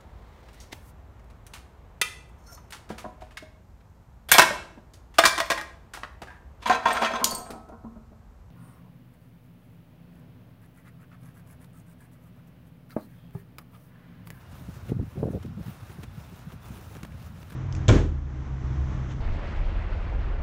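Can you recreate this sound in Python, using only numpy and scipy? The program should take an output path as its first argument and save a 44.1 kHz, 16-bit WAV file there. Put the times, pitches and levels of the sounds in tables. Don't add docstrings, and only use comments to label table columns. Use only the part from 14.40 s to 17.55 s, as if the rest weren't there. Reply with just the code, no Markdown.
import sys
import numpy as np
from scipy import signal
from scipy.io import wavfile
from scipy.ndimage import uniform_filter1d

SR = 44100
rng = np.random.default_rng(int(sys.argv[2]) if len(sys.argv) > 2 else 0)


def decibels_to_gain(level_db):
    exponent = np.asarray(level_db, float) / 20
    return 10 ** exponent


def int16_out(signal):
    q = np.round(np.clip(np.atleast_2d(signal).T, -1, 1) * 32767)
    wavfile.write(sys.argv[1], SR, q.astype(np.int16))


N = 138915


def rms_one(x):
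    return x / np.sqrt(np.mean(x ** 2) + 1e-20)


def band(x, low_hz, high_hz):
    return signal.sosfilt(signal.butter(2, [low_hz, high_hz], "band", fs=SR, output="sos"), x)


def resonance(x, hz, width_hz):
    r = np.exp(-np.pi * width_hz / SR)
    return signal.lfilter([1], [1, -2 * r * np.cos(2 * np.pi * hz / SR), r * r], x)


def drift(rate_hz):
    r = np.exp(-80 * np.pi * rate_hz / SR)
    noise = rng.standard_normal(N // 40 + 2002)
    slow = signal.lfilter([1], [1, -2 * r, r * r], noise)[2000:]
    return np.interp(np.arange(N) / 40, np.arange(len(slow)), rms_one(slow))


def grains(per_s, spread_db):
    sizes = decibels_to_gain(spread_db * np.minimum(rng.exponential(1, N), 5))
    signs = rng.choice([-1, 1], N)
    happens = rng.random(N) < per_s / SR
    return rms_one(sizes * signs * happens)


def coloured(pair, spectrum, patchy_db):
    hz, db = np.transpose(spectrum)
    edges = 177 * 2 ** np.arange(0, 6.6, 0.5)
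    out = 0
    for k, (low, high) in enumerate(zip(edges, edges[1:])):
        level_db = np.interp(np.log(low * high) / 2, np.log(hz), db)
        gain = decibels_to_gain(level_db + patchy_db * drift(14.7))
        out = out + gain * band(pair[k % 2], low, high)
    return rms_one(out)


def swells(s, rise, fall, db):
    grid = np.arange(0, N + 16, 16) / SR
    t = grid - np.asarray(s)[:, None]
    width = np.where(t < 0, np.asarray(rise)[:, None], np.asarray(fall)[:, None])
    peak_power = decibels_to_gain(db)[:, None] ** 2
    power = np.sum(peak_power * np.exp(-2 * (t / width) ** 2), axis=0)
    return np.interp(np.arange(N) / SR, grid, np.sqrt(power))


def evened(x):
    evenness = 0.55
    x = rms_one(x)
    local_power = uniform_filter1d(x ** 2, size=600) + 0.024
    return rms_one(x / local_power ** (evenness / 2))


def knocks(rows, cycles):
    half = 1800
    out, t = np.zeros(N + SR), np.arange(-half, half) / SR
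    for s, db, hz in rows:
        i = int(s * SR)
        bell = np.exp(-(t * hz / cycles) ** 2 * 2)
        out[i - half:i + half] += decibels_to_gain(db) * bell * np.sin(2 * np.pi * hz * t)
    return out[:N]


# f/Hz, level/dB [per Hz]
PARK_SPECTRUM = [(150, -2), (250, -18.5), (603, -17.5), (1330, -17), (1850, -24), (3010, -27),
                 (3510, -31.5), (4390, -34), (15500, -45.5)]


def park():
    return decibels_to_gain(-57) * coloured(rng.standard_normal((2, N)), PARK_SPECTRUM, patchy_db=1.0)


# t/s, level/dB
STEADY_LEVEL = [(0.0, -49.5), (0.2, -44), (0.6, -45), (0.67, -59), (0.73, -44.5), (1.33, -47), (1.49, -48.5),
                (1.62, -43.5), (1.74, -43.5), (2.18, -48.5), (2.29, -42.5), (2.43, -45.5), (2.55, -43.5),
                (2.84, -42), (3.01, -41.5), (3.15, -49.5)]
# t/s, peak level/dB, flutter
# level above 200 Hz/dB [relative], length/s
AIR_EDDIES = [(0.204, -38, -40, 0.023), (0.282, -28, -24, 0.003), (0.485, -29, -17, 0.059),
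              (0.513, -23, -13, 0.013), (0.537, -32, -26, 0.017), (0.558, -24, -36, 0.013),
              (0.59, -20.5, -15.5, 0.0076), (0.62, -21.5, -32, 0.0081), (0.628, -30.5, -29, 0.019),
              (0.657, -37.5, -37, 0.02), (0.754, -33.5, -16, 0.033), (0.768, -30.5, -10, 0.028),
              (0.792, -33.5, -11, 0.073), (0.825, -26, -7, 0.019), (0.843, -31, -10, 0.012),
              (0.851, -30.5, -7.5, 0.015), (0.87, -26.5, -9.5, 0.007), (0.877, -27.5, -6, 0.0098),
              (0.895, -34.5, -11.5, 0.037), (0.927, -30.5, -8.5, 0.023), (0.945, -25.5, -7.5, 0.0069),
              (0.963, -30.5, -8, 0.021), (1.045, -25.5, -20.5, 0.018), (1.077, -33.5, -36, 0.02),
              (1.17, -28, -19, 0.021), (1.195, -30.5, -18, 0.018), (1.26, -37.5, -17.5, 0.0092),
              (1.285, -35, -28, 0.023), (2.068, -40.5, -34, 0.025), (2.296, -34, -28, 0.033),
              (0.084, -55, -38, 0.0086), (0.126, -39, -38, 0.015), (0.362, -36.5, -18.5, 0.019),
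              (0.425, -36, -24, 0.009), (1.107, -35, -26, 0.012), (1.126, -38, -31, 0.045),
              (1.424, -37, -27, 0.0079), (1.492, -37, -15.5, 0.014), (1.583, -39, -10, 0.017),
              (1.7, -49, -30, 0.019), (1.775, -32, -34, 0.0076), (1.919, -34.5, -20.5, 0.02),
              (2.13, -38, -18, 0.042), (2.383, -37, -15.5, 0.016), (2.548, -39.5, -10, 0.03),
              (2.629, -34.5, -14, 0.012), (2.739, -38, -28, 0.011), (2.813, -40, -33, 0.0056),
              (3.122, -38, -20, 0.011)]


def wind():
    gusty = grains(160, 2.5) + rng.standard_normal(N)
    rumble = resonance(rng.standard_normal(N), 80.6, 130)
    rumble = evened(band(rumble, 59.2, 265))
    thump = evened(band(resonance(gusty, 142.3, 141), 66, 266))
    low_hz, split_hz, high_hz = 206, 391, 600
    dull = evened(band(band(gusty, low_hz, split_hz), low_hz / 2, split_hz))
    bright = evened(band(band(gusty, split_hz, high_hz), low_hz, high_hz * 1.46))

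    push_db = np.interp(np.arange(N) / SR, *np.transpose(STEADY_LEVEL)) + 1.0 * drift(21)
    steady = decibels_to_gain(push_db - 0.5) * (rumble + decibels_to_gain(-24) * dull)

    s, db, flutter_db, length = np.transpose(sorted(AIR_EDDIES))
    rise = 0.0071 + 0 * s
    length = np.clip(length, 0.004, 0.08)
    flutter_db = db + flutter_db + 4
    bright_db = flutter_db + 0.5 + 0.39 * (flutter_db + 28)
    thumps = swells(s + rise, rise, length, db - 3) * thump
    dull_flutter = swells(s + rise, rise, length * 0.55, flutter_db) * dull
    bright_flutter = swells(s + rise, rise * 0.52, length * 0.56, bright_db) * bright
    return steady + thumps + dull_flutter + bright_flutter


# t/s, length/s, start f/Hz, end f/Hz, level/dB
BIRD_CHIRPS = [(0, .11, 2850, 2830, -73.5), (.12, .04, 2850, 2800, -72), (1.4, .03, 3500, 3400, -70),
               (1.64, .03, 3950, 3600, -72), (1.662, .026, 3530, 3490, -68), (1.705, .025, 3520, 3500, -72),
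               (1.745, .025, 5200, 5100, -69), (1.795, .025, 5150, 5200, -71),
               (1.828, .032, 3780, 3480, -66), (1.882, .02, 3450, 3400, -69), (2.18, .016, 3400, 3400, -69),
               (2.213, .026, 3600, 3500, -67), (2.243, .012, 3520, 3400, -64),
               (3.014, .014, 7200, 3400, -57), (3.019, .012, 6000, 3000, -64),
               (3.103, .01, 7900, 8500, -63)]


def birds():
    out = np.zeros(N + SR)
    wobble = 1 + 0.011 * np.resize(drift(120), N + SR)
    for s, length, start_hz, end_hz, db in BIRD_CHIRPS:
        i, n = int(max(s, 0) * SR), int(length * SR)
        hz = np.geomspace(start_hz, end_hz, n) * wobble[i:i + n]
        whistle = np.sin(2 * np.pi * np.cumsum(hz) / SR)
        out[i:i + n] += decibels_to_gain(db) * signal.windows.tukey(n, 0.6) * whistle
    lag = int(0.009 * SR)
    for turn in range(1, 4):
        out = out + 0.3 ** turn * np.roll(out, lag * turn + 97 * turn ** 2)
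    return out[:N] * decibels_to_gain(2.5 + 3.5 * drift(28))


# loudest t/s, rise/s, fall/s, level/dB
ROPE_SWEEPS = [(.02, 0.068, 0.07, -62), (.15, 0.06, 0.11, -54), (.28, 0.054, 0.041, -58.5),
               (.37, 0.086, 0.086, -53), (.49, 0.043, 0.036, -53), (.74, 0.13, 0.2, -59),
               (.92, 0.03, 0.055, -57), (1.04, 0.093, 0.048, -60.5), (1.29, 0.096, 0.11, -52.5),
               (1.5, 0.12, 0.07, -53.5), (1.62, 0.077, 0.051, -57), (1.79, 0.078, 0.18, -55.5),
               (1.98, 0.045, 0.094, -55.5), (2.109, 0.038, 0.049, -56.5), (2.26, 0.047, 0.11, -53),
               (2.37, 0.064, 0.19, -52.5), (2.55, 0.073, 0.067, -53.5), (2.648, .03, 0.039, -57.5),
               (2.75, 0.059, 0.16, -60.5), (2.86, 0.12, 0.039, -55), (3.0, 0.098, 0.23, -58.5),
               (3.12, 0.031, 0.05, -57)]
# f/Hz, level/dB [per Hz]
SWISH_SPECTRUM = [(500, 10.5), (900, 9.5), (1500, 6), (2300, 1.5), (4500, -5), (7500, -5.5), (11000, -8.5),
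                  (15500, -9)]


def sweeps():
    blades = [grains(4500, 3.86) + rng.standard_normal(N) for _ in range(2)]
    swish = coloured(blades, SWISH_SPECTRUM, patchy_db=1.6)
    return swells(*np.transpose(ROPE_SWEEPS)) * decibels_to_gain(1.14 * drift(29)) * swish


# centre t/s, peak level/dB, f/Hz
AIR_LUMPS = [(0.115, -34.5, 91), (0.435, -35, 100), (0.521, -31, 413), (0.548, -26, 123), (0.68, -32.5, 98),
             (0.785, -30, 141), (0.805, -28, 135), (0.87, -29, 600), (0.963, -35, 616), (1.01, -32, 99),
             (1.105, -34, 188), (1.183, -32, 182), (1.21, -38, 110), (1.43, -36, 98), (1.595, -36, 109),
             (1.68, -36, 85), (1.79, -39, 112), (2.075, -30.5, 168), (2.48, -34.5, 90), (2.6, -40, 98),
             (2.75, -35, 90), (2.82, -39, 101), (2.875, -37, 100), (3.04, -41.5, 168)]


def lumps():
    return knocks(AIR_LUMPS, cycles=1.53)


# centre t/s, peak level/dB, f/Hz
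AIR_JOLTS = [(0.296, -30.5, 168), (0.497, -29, 313), (0.52, -17.5, 214), (0.566, -29, 190),
             (0.5965, -15.5, 120), (0.598, -26, 260), (0.614, -21, 207), (0.636, -28, 197),
             (0.76, -29.5, 140), (0.788, -38, 162), (0.831, -19, 510), (0.84, -22, 151), (0.84, -26, 630),
             (0.838, -42, 950), (0.857, -19, 255), (0.883, -36, 506), (0.905, -22, 200), (0.936, -35, 332),
             (0.957, -17.5, 125), (0.951, -47, 514), (0.972, -32, 130), (1.05, -26, 213),
             (1.081, -34.5, 211), (1.198, -27, 218), (1.265, -29.5, 139), (1.283, -26, 159),
             (2.305, -31, 160), (2.4, -38.5, 119)]


def jolts():
    return knocks(AIR_JOLTS, cycles=0.68)


# t/s, peak level/dB, length/s
ROPE_SLAPS = [(0.3746, -50, 0.0047), (0.484, -43.5, 0.0062), (0.49, -39, 0.014), (0.714, -48, 0.0044),
              (1.026, -40, 0.0095), (1.059, -43, 0.0039), (1.513, -44, 0.0068), (1.63, -35.5, 0.013),
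              (2.102, -44.5, 0.0049), (2.123, -43, 0.0059), (2.5504, -39.5, 0.0042), (2.566, -36, 0.0038),
              (2.631, -30, 0.0038), (2.649, -31.5, 0.0027), (2.721, -46, 0.004), (3.027, -42, 0.0047),
              (3.103, -40.5, 0.0035), (3.12, -39, 0.01)]
# f/Hz, level/dB [per Hz]
SLAP_SPECTRUM = [(200, 23.5), (450, 16), (800, 7.5), (1500, 7.5), (2800, 4.5), (5000, -5.5), (8000, -3.5),
                 (15500, -16.5)]


def slaps():
    s, db, length = np.transpose(ROPE_SLAPS)
    rise = 0.0022 + 0 * s
    crackle = coloured([grains(6000, 3), grains(6000, 3)], SLAP_SPECTRUM, patchy_db=0)
    return crackle * swells(s + rise, rise, np.clip(length, 0.002, 0.03), db - 5.5)


# t/s, peak level/dB, f/Hz
STALK_TICKS = [(1.03, -57, 4000), (1.634, -48, 2300), (1.635, -40, 3000), (2.111, -43, 1800),
               (2.1205, -38.5, 1200), (2.1215, -39, 2800), (2.244, -43, 1010), (2.249, -44, 700),
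               (2.559, -38, 1400), (2.633, -37, 1800), (2.632, -33, 5550), (2.649, -35, 1300),
               (2.722, -39, 1880), (3.1015, -38, 10000), (3.107, -40, 3000), (3.125, -53, 2000)]


def ticks():
    return knocks(STALK_TICKS, cycles=0.86)


def scene():
    air = wind() + lumps() + jolts()
    ropes = sweeps() + slaps() + ticks()
    return (park() + air + birds() + ropes)[None]


def roll_off(x):
    return signal.sosfilt(signal.butter(12, 16890, fs=SR, output="sos"), x)


def record(dry):
    x = signal.sosfilt(signal.butter(4, 42.5, "high", fs=SR, output="sos"), dry)
    overload = 0.28
    x = overload * np.tanh(x / overload)
    # centre Hz, sharpness, gain of the added peak (negative dips)
    for hz, sharpness, gain in [(7700, 7.0, -0.34), (1520, 5.0, 0.24), (1880, 7.0, -0.23), (15000, 5.0, 0.78)]:
        x = x + gain * signal.lfilter(*signal.iirpeak(hz, sharpness, fs=SR), x)
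    x = signal.sosfilt(signal.ellip(12, 0.5, 70, 15750, fs=SR, output="sos"), x)
    return roll_off(x)


dry = scene()
out = record(dry)
int16_out(out)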